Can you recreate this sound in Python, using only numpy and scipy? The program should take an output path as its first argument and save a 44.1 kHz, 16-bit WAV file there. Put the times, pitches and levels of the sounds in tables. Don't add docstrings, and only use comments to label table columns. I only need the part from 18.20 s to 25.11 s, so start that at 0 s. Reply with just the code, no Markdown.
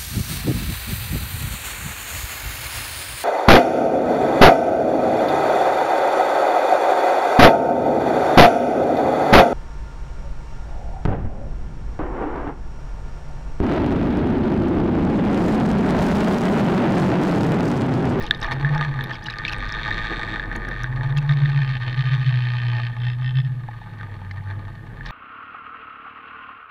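import sys
import numpy as np
from scipy import signal
from scipy.fft import rfft, irfft, next_fast_len
from scipy.io import wavfile
from scipy.ndimage import uniform_filter1d

SR = 44100
rng = np.random.default_rng(int(sys.argv[2]) if len(sys.argv) > 2 else 0)


def unload_wav(signal):
    wavfile.write(
        sys.argv[1],
        SR,
        np.round(np.clip(np.atleast_2d(signal).T, -1, 1) * 32767).astype(np.int16),
    )


N = 304731
TIME = np.arange(N) / SR

# time_s, rumble_db, rush_db, crackle_db
WAKE_LEVELS = [(0, -30.5, -34.5, -33.5), (.2, -41.5, -40.5, -38.5), (.24, -33, -39, -29),
               (.35, -39, -36.5, -27.5), (.65, -36, -38.5, -30.5), (1.0, -49, -44.5, -40.5),
               (1.3, -39, -42.5, -39), (1.7, -39, -39, -32.5), (2.1, -44, -37.5, -37),
               (2.6, -47, -41.5, -40.5), (3.05, -41.5, -45.5, -38), (3.5, -53.5, -45.5, -40.5),
               (4.4, -53.5, -50.5, -41.5), (5.3, -53.5, -55, -48), (5.8, -51, -51, -42.5),
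               (6.3, -52, -49.5, -43.5), (6.72, -53, -50.5, -50), (6.91, -47, -46, -33.5)]
# pitch_hz, width_hz, level_db
HOUSING_MODES = [(673.6, 20, -5), (857.6, 27, -3), (932, 57, -9.5), (1123, 50, -11), (1215, 35, -2),
                 (1564, 59, -6.5), (1689, 33, -10), (1719, 44, -4), (1804.4, 46, 1.5), (2202, 256, -13),
                 (2700, 140, -33), (3123, 92, -18), (3358, 97, -15.5), (3652, 56, -12), (4174, 180, -17),
                 (5660, 490, -17.5), (7800, 460, -23.5)]
# start_s, end_s, attack_s, release_s, level_db, treble_db, loosening_swing_db
SHACKLE_SHAKES = [(3.032, 3.964, 0.56, .015, -33.5, -5.5, -23.5),
                  (3.996, 4.696, 0.023, 0.022, -37.5, -3, -28)]
WIRE_SHAKES = [(4.679, 4.967, 0.045, 0.029, -33.5, -4, -20), (4.969, 5.138, 0.077, 0.016, -37, -4, -20.5),
               (5.131, 5.292, 0.035, .11, -36.5, -2.5, -19.5)]


def undb(db):
    return 10 ** (np.asarray(db) / 20)


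def unit(x):
    return x / np.sqrt(np.mean(x ** 2))


def steady(x, span_s=.13):
    power = np.abs(uniform_filter1d(x ** 2, int(span_s * SR)))
    return x / np.sqrt(power + 1e-4 * np.mean(x ** 2))


def curves(table):
    time_s, *columns = np.transpose(table)
    return [np.interp(TIME, time_s, column) for column in columns]


def walk(rate_hz):
    step = max(int(SR / rate_hz), 1)
    stairs = np.repeat(rng.standard_normal(N // step + 1), step)
    return unit(uniform_filter1d(stairs, step)[:N])


def spell(start_s, end_s, attack_s, release_s):
    return np.clip(np.minimum((TIME - start_s) / attack_s, (end_s - TIME) / release_s), 0, 1)


def add(out, start_s, sound):
    i = int(np.clip(start_s * SR, 0, N - 1))
    out[i:i + len(sound)] += sound[:N - i]


def colour(x, spectrum, size=1024):
    hz, db = np.transpose(spectrum)
    bins_hz = np.maximum(np.fft.rfftfreq(size, 1 / SR), 1)
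    gain = undb(np.interp(np.log(bins_hz), np.log(hz), db))
    cepstrum = irfft(np.log(gain))
    cepstrum[1:size // 2] *= 2
    cepstrum[size // 2 + 1:] = 0
    return signal.oaconvolve(x, irfft(np.exp(rfft(cepstrum))))[:N]


def ring(x, modes):
    t = TIME[:4096]
    response = sum(undb(db) * width * np.exp(-np.pi * width * t) * np.cos(2 * np.pi * hz * t)
                   for hz, width, db in modes)
    response[0] /= 2
    return signal.oaconvolve(x, response)[:N]


def ping(hz, t60_s, rise_s, size=2048):
    t = TIME[:size]
    envelope = np.exp(-np.log(1000) * t / t60_s) * (1 - np.exp(-t / rise_s))
    tone = envelope * np.sin(2 * np.pi * hz * t)
    return tone / np.abs(tone).max()


def taps(hz, jitter_s, scatter_db, alternate_db):
    at = np.flatnonzero(np.diff(np.floor(np.cumsum(hz) / SR)))
    late, force = rng.standard_normal((len(at), 2)).T
    force_db = np.broadcast_to(scatter_db, N)[at] * np.clip(force, -2, 2)
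    force_db += alternate_db * (np.arange(len(at)) % 2)
    jittered = np.clip(at + late * jitter_s * SR, 0, N - 1).astype(int)
    return np.bincount(jittered, undb(force_db), N)


def scrape(hits, length_s):
    decay = np.exp(-2 / (length_s * SR))
    energy = signal.lfilter([1 - decay], [1, -decay], hits ** 2)
    return np.sqrt(energy) * rng.standard_normal(N)


def voiced(x, level_db, treble_db):
    body = signal.sosfiltfilt(signal.butter(5, 2200, fs=SR, output="sos"), x)
    return undb(level_db) * (undb(-2.1) * steady(body) + undb(treble_db) * steady(x - body))


def vortex_swing(beats):
    # time_s, pitch_hz, level_db
    first_mode = [(0, 121.2, -40), (.2, 120.3, -45), (.32, 128.9, -29.5), (.46, 144, -15.5),
                  (.6, 151.4, -18.5), (.85, 129.2, -28), (1.0, 118, -49.5), (1.4, 105.9, -38),
                  (2.45, 101, -40.5), (2.65, 123.8, -25.5), (3.0, 144.7, -17.5), (3.37, 141.2, -16),
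                  (3.62, 124.3, -24.5), (3.93, 127.1, -15.5), (4.62, 119, -21), (4.77, 119.5, -24),
                  (5.19, 129.5, -17.5), (5.6, 111.4, -38), (6.03, 95, -34.5), (6.35, 99.93, -26.5),
                  (6.55, 99.6, -38.5), (6.91, 114.9, -48)]
    hz, level_db = curves(first_mode)
    amplitude = undb(level_db + 1.5 + .83 * walk(23))
    return hz, amplitude * beats * np.exp(2j * np.pi * np.cumsum(hz) / SR)


def strum(swing):
    # frequency_hz, gain_db
    flutter_spectrum = [(50, -28.5), (95, 1), (130, 3.5), (160, -1), (200, -12.5), (250, -13.5),
                        (320, -40.5), (600, -55.5)]
    amplitude, phase = np.abs(swing), np.unwrap(np.angle(swing))
    overtone = undb(-36) * amplitude * np.cos(2 * phase) * (1 + .5 * walk(40))
    fundamental = swing.real * (1 + .14 * walk(41))
    rattling = sum(spell(*row[:4]) for row in SHACKLE_SHAKES + WIRE_SHAKES)
    undertone = undb(-29.5) * rattling * amplitude * np.cos(phase / 2)
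    flutter = undb(-39.5) * unit(colour(rng.standard_normal(N), flutter_spectrum, size=4096))
    return fundamental + overtone + undertone + flutter


def disperse(x, spread_s):
    size = next_fast_len(N + SR // 10)
    khz = np.fft.rfftfreq(size, 1 / SR) / 1000
    phase_lag = 4 * np.pi * 1000 * spread_s * np.sqrt(khz)
    return irfft(rfft(x, size) * np.exp(-1j * phase_lag), size)[:N]


def slaps():
    # time_s, rate_hz, level_db, treble_db
    blows = [(0, 100.3, -42.5, -9), (.75, 100.1, -38, -14.5), (1.0, 96.1, -49.5, -6),
             (1.12, 98.1, -33.5, -17), (1.35, 100.3, -33, -11), (1.7, 104.8, -29, -7.5),
             (2.15, 108.6, -29.5, -10.5), (2.3, 97.8, -36, -21.5), (2.62, 101.3, -31.5, -12.5),
             (2.72, 90.44, -46.5, -26), (3.04, 67.55, -38.5, -15), (3.1, 62.46, -35, -6.5),
             (3.33, 63, -35.5, -10), (3.45, 86.8, -43, -7.5), (3.9, 104.1, -38, -5.5),
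             (4.7, 110.9, -50, -7.5), (5.4, 70.15, -54.5, -11.5), (6.7, 65.72, -50, -35),
             (6.91, 65.13, -47, -16)]
    # frequency_hz, gain_db
    slap_spectrum = [(120, -22.5), (300, -6), (800, -8), (1300, 6.5), (1900, 4), (2900, -2.5), (3700, 4),
                     (4500, -4.5), (5000, -6.5), (5700, -18), (6900, -21.5), (9000, -33), (15000, -36.5)]
    rate_hz, level_db, treble_db = curves(blows)
    scatter_db = np.interp(rate_hz, [68, 102], [3.6, 2.6])
    hits = taps(rate_hz * (1 + .03 * walk(14)), jitter_s=.0004, scatter_db=scatter_db, alternate_db=2.5)
    chirps = disperse(hits + undb(-4.5) * scrape(hits, length_s=.002), spread_s=.0036)
    knocks = steady(colour(ring(chirps, HOUSING_MODES), slap_spectrum))
    return voiced(knocks + zing(chirps), level_db + walk(9), treble_db)


def crackle(per_second=520, scatter_db=6):
    # frequency_hz, gain_db
    strike_spectrum = [(120, -19), (300, -14), (850, 4.5), (1300, 3), (1900, -0.5), (3000, 3.5), (4500, 0),
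                       (5200, -12.5), (7000, -18), (15000, -32)]
    chance, size, sign = rng.random((3, N))
    force = undb(scatter_db * np.minimum(-np.log(1 - size), 4.2))
    hits = (chance < per_second / SR) * force * np.sign(sign - .5)
    drive = hits + undb(-2.5) * scrape(hits, length_s=.0049)
    return steady(colour(ring(drive, HOUSING_MODES), strike_spectrum))


def gurgle(count=1400, low_hz=760, high_hz=2100, cycles=16, scatter_db=14):
    out = np.zeros(N)
    for when, smallness, weakness in rng.random((count, 3)):
        hz = low_hz * (high_hz / low_hz) ** smallness
        tone = ping(hz, t60_s=cycles / hz, rise_s=.0004, size=1024)
        add(out, when * N / SR, undb(-scatter_db * weakness) * tone)
    return steady(unit(ring(out, HOUSING_MODES)) + undb(-9.5) * unit(out))


def wake_bubbles():
    level_db = curves(WAKE_LEVELS)[2] + 2.5 * walk(17)
    treble_db = -14 + 2 * walk(35)
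    return voiced(crackle(), level_db - 1.7, treble_db) + undb(level_db - 5.5) * gurgle()


def engine(firing_hz=40.6):
    # time_s, level_db
    hum_levels = [(0, -41), (1.1, -45.5), (1.4, -36), (2.5, -30.5), (3.2, -42), (3.6, -39), (4.3, -48.5),
                  (5.9, -49), (6.91, -39)]
    phase = 2 * np.pi * np.cumsum(firing_hz * (1 + .0264 * walk(7))) / SR
    level_db = curves(hum_levels)[0] + 2 * walk(11)
    return undb(level_db) * unit(np.sin(phase) + undb(-25.5) * np.sin(2 * phase))


def sea():
    # frequency_hz, gain_db
    rumble_spectrum = [(10, 10), (28, 15.5), (42, 9.5), (55, -1.5), (80, 3), (130, -32.5), (300, -57.5)]
    rush_spectrum = [(60, 0), (150, 5.5), (200, 2), (245, 6.5), (280, -5), (320, 6.5), (365, -2.5),
                     (400, -1.5), (470, 0.5), (590, -8), (800, -7), (1400, -16), (4000, -35), (8000, -59.5)]
    hiss_spectrum = [(300, 1), (3000, 20), (6000, 0), (9000, 0), (12000, -3), (15500, -17)]
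    rumble_db, rush_db, _ = curves(WAKE_LEVELS)
    low, middle, high = rng.standard_normal((3, N))
    rumble = undb(rumble_db + 3) * steady(colour(low, rumble_spectrum, size=16384), span_s=.33)
    rush = undb(rush_db + 1.5 + 2.24 * walk(30)) * unit(colour(middle, rush_spectrum, size=4096))
    return rumble + rush + undb(-62.5) * unit(colour(high, hiss_spectrum))


def swarms(count=24, low_hz=2300, high_hz=5600):
    # centre_s, half_length_s, level_db
    clouds = [(0.046, 0.045, -46.5), (0.244, 0.044, -47), (0.931, 0.038, -46.5), (1.097, 0.042, -47),
              (1.295, 0.04, -38.5), (6.872, .02, -47.5)]
    out = np.zeros(N)
    for centre_s, half_s, db in clouds:
        for when, smallness, weakness in rng.random((count, 3)):
            hz = low_hz * (high_hz / low_hz) ** smallness
            gain = undb(db + 17 - 14 * weakness - 7 * smallness)
            add(out, centre_s + half_s * (2 * when - 1), gain * ping(hz, t60_s=24 / hz, rise_s=.0002))
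    return out


def ticks():
    # start_s, level_db, pitch_hz, top_db
    tiny_bubbles = [(0.0236, -29.5, 5040, -11), (0.0354, -34, 5680, -12), (0.0646, -35, 6200, -11),
                    (0.173, -43, 5180, -6), (0.202, -39, 8450, -12), (0.2144, -25, 5370, -24),
                    (0.2325, -29, 5760, -12), (0.2444, -38, 5040, -11), (0.3164, -38, 5470, -3),
                    (0.3238, -28.5, 5270, -21), (0.335, -32, 5000, -13), (0.5486, -31.5, 5100, -17),
                    (0.5787, -31, 5490, -35), (0.838, -30, 11750, -19), (1.04, -34, 5950, -11),
                    (1.063, -33, 5030, -23), (1.1054, -29, 5130, -19), (1.1843, -20, 4400, -29),
                    (1.279, -36, 5138, -15), (1.294, -35, 5150, -13), (1.323, -34, 5120, -5),
                    (1.3318, -27.5, 5590, -14), (1.382, -38, 8460, -16), (1.4885, -29, 5100, -22),
                    (1.5229, -21.5, 5285, -29), (2.362, -31.5, 6650, -4.5), (2.4861, -34, 5696, -7),
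                    (2.6341, -27, 5740, -12.5), (2.9776, -31, 6855, -7), (6.859, -29, 4355, -28)]
    out = np.zeros(N)
    for start_s, db, hz, top_db in tiny_bubbles:
        tone = ping(hz, t60_s=.0055, rise_s=.0001)
        top = undb(top_db + 4.5) * ping(10300, t60_s=.001, rise_s=.00014)
        add(out, start_s + .00111, undb(db - 2.5) * (tone + top))
    return out


def plinks():
    # start_s, level_db, pitch_hz
    free_bubbles = [(0.0643, -32, 3660), (0.1463, -29, 3700), (0.227, -25.5, 3760), (0.839, -29, 3650),
                    (0.9331, -31.5, 3320), (0.9535, -31, 2220), (1.03, -42, 4890), (1.059, -27.5, 2910),
                    (1.066, -28.5, 3890), (1.0995, -26, 3900), (1.2793, -20, 2620), (1.2828, -26, 2600),
                    (1.3144, -33, 2580), (2.97, -29.5, 3284), (2.9836, -26, 2640), (3.1115, -32, 2070),
                    (3.1342, -31, 2226), (6.111, -32.5, 2070)]
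    crack_band = signal.butter(4, [2000, 5200], "bandpass", fs=SR, output="sos")
    out = np.zeros(N)
    for start_s, db, hz in free_bubbles:
        tear = rng.standard_normal(2048) * ping(hz, t60_s=.022, rise_s=.000079)
        crack = undb(1) * signal.sosfilt(crack_band, tear)
        tone = ping(hz, t60_s=.024, rise_s=.00017)
        add(out, start_s + .0006, undb(db + 2) * (tone + crack))
    return out


def pops():
    # start_s, level_db, pitch_hz, treble_db
    bursts = [(0.109, -2.5, 1700, -6.5), (0.238, -16, 1130, -24), (0.244, -11, 1760, -19),
              (0.447, -9, 1730, -28), (0.578, -17, 1670, -16), (0.626, -12.5, 1870, -18),
              (0.79, -15, 1750, -27), (0.809, -16.5, 1761, -11.5), (0.859, -25, 1790, -20),
              (0.913, -16, 1740, -22), (1.084, -13.5, 1700, -34), (1.25, -9.5, 2300, -12),
              (1.587, -12.5, 1745, -29), (1.712, -9, 1820, -30), (2.02, -16.5, 1757, -29),
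              (2.196, -12.5, 1706, -18), (2.314, -15, 1750, -28.5), (2.358, -20, 1784, -36),
              (2.484, -16, 1660, -33), (2.513, -17.5, 1750, -21), (2.642, -10.5, 1619, -23),
              (2.726, -20.5, 1790, -28), (2.774, -23.5, 1790, -38), (2.809, -17.5, 1780, -28),
              (2.904, -26, 1697, -15), (2.924, -21.5, 1790, -21), (3.094, -20, 1850, -11),
              (3.257, -14, 1838, -16.5), (5.486, -19.5, 840.9, -33), (5.616, -27.5, 844.4, -30),
              (5.81, -25, 1574, -21.5), (6.017, -28, 880, -40), (6.111, -27, 1790, -31),
              (6.309, -32.5, 850, -19), (6.355, -36, 1245, -22), (6.808, -21.5, 1739, -35),
              (6.862, -21.5, 1733, -19)]
    out = np.zeros(N)
    for start_s, db, hz, treble_db in bursts:
        tone = ping(hz, t60_s=32 / hz, rise_s=.00055)
        high_mode = undb(treble_db + 10.5) * ping(3595, t60_s=.0066, rise_s=.00067)
        low_mode = undb(-12) * ping(1746, t60_s=.035, rise_s=.0015)
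        add(out, start_s + .00053, undb(db - 5.5) * (tone + high_mode + low_mode))
    return out


def beating(fade_s=.04):
    # start_s, length_s, offset_hz, level_db
    other_modes = [(.412, .41, -12.2, -6.5), (2.73, .22, -18.8, -4), (3.015, .69, -15.6, -9),
                   (2.91, 1.1, 7.3, -12), (3.758, .35, 13.8, -3), (4.748, .25, 4.5, -9),
                   (5.127, .07, 10, -6), (5.227, .31, 16.2, -4.5)]
    out = np.ones(N, complex)
    for start_s, length_s, offset_hz, db in other_modes:
        share = undb(db) * spell(start_s - fade_s, start_s + length_s + fade_s, fade_s, fade_s)
        rotation = np.exp(2j * np.pi * offset_hz * (TIME - start_s))
        out *= (1 - share * rotation) / np.sqrt(1 + share ** 2)
    return out


def zing(chirps):
    band = signal.butter(3, [7300, 8400], "bandpass", fs=SR, output="sos")
    envelope = spell(1.45, 2.414, attack_s=.62, release_s=.15)
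    return undb(-36.5) * envelope * unit(signal.sosfilt(band, chirps))


def rattle(hz, modes, modes_db, alternate_db):
    # frequency_hz, gain_db
    rattle_spectrum = [(300, -19), (900, 1), (1800, 11.5), (4600, 3.5), (5300, -9), (5700, -19.5),
                       (7000, -19.5), (10000, -43), (15000, -38.5)]
    hits = taps(hz, jitter_s=.00008, scatter_db=1.5, alternate_db=alternate_db)
    drive = hits + undb(-5) * scrape(hits, length_s=.0025)
    ringing = unit(ring(drive, HOUSING_MODES)) + undb(modes_db) * unit(ring(drive, modes))
    return steady(colour(ringing, rattle_spectrum))


def shaken(sound, swing, shakes, knee_db=2.5):
    swing_db = 20 * np.log10(np.abs(swing) + 1e-9)
    out = np.zeros(N)
    for *timing, level_db, treble_db, loosening_db in shakes:
        looseness = .5 + .5 * np.tanh((swing_db - loosening_db) / (2 * knee_db))
        out += spell(*timing) * looseness * voiced(sound, level_db, treble_db)
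    return out


def shackle(hz, swing):
    # pitch_hz, width_hz, level_db
    shackle_modes = [(1970, 41, -5), (2460, 76, 0), (2650, 66, -1.5), (3040, 24, 1.5), (3080, 73, -3),
                     (3970, 300, -14.5), (4580, 240, -35), (5130, 48, -1.5), (5740, 200, -29)]
    return shaken(rattle(hz, shackle_modes, modes_db=-7.5, alternate_db=-10.5), swing, SHACKLE_SHAKES)


def wire(hz, swing):
    # pitch_hz, width_hz, level_db
    wire_modes = [(1825, 13, 7), (2010, 68, -9.5), (2650, 140, -5), (3120, 77, -1), (3416, 69, -4),
                  (4500, 170, -36), (5050, 92, -5), (5230, 110, -23)]
    return shaken(rattle(hz, wire_modes, modes_db=4.5, alternate_db=-13.5), swing, WIRE_SHAKES)


def scene():
    beats = beating()
    hz, swing = vortex_swing(beats)
    line = strum(swing) + np.abs(beats) * slaps() + shackle(hz, swing) + wire(hz, swing)
    bubbles = wake_bubbles() + ticks() + plinks() + pops() + swarms()
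    return (line + bubbles + engine() + sea())[None]


def record(dry):
    rounded = dry / (1 + dry ** 8) ** (1 / 8)
    return signal.sosfilt(signal.ellip(8, .2, 70, 15400, fs=SR, output="sos"), rounded)


dry = scene()
out = record(dry)
unload_wav(out)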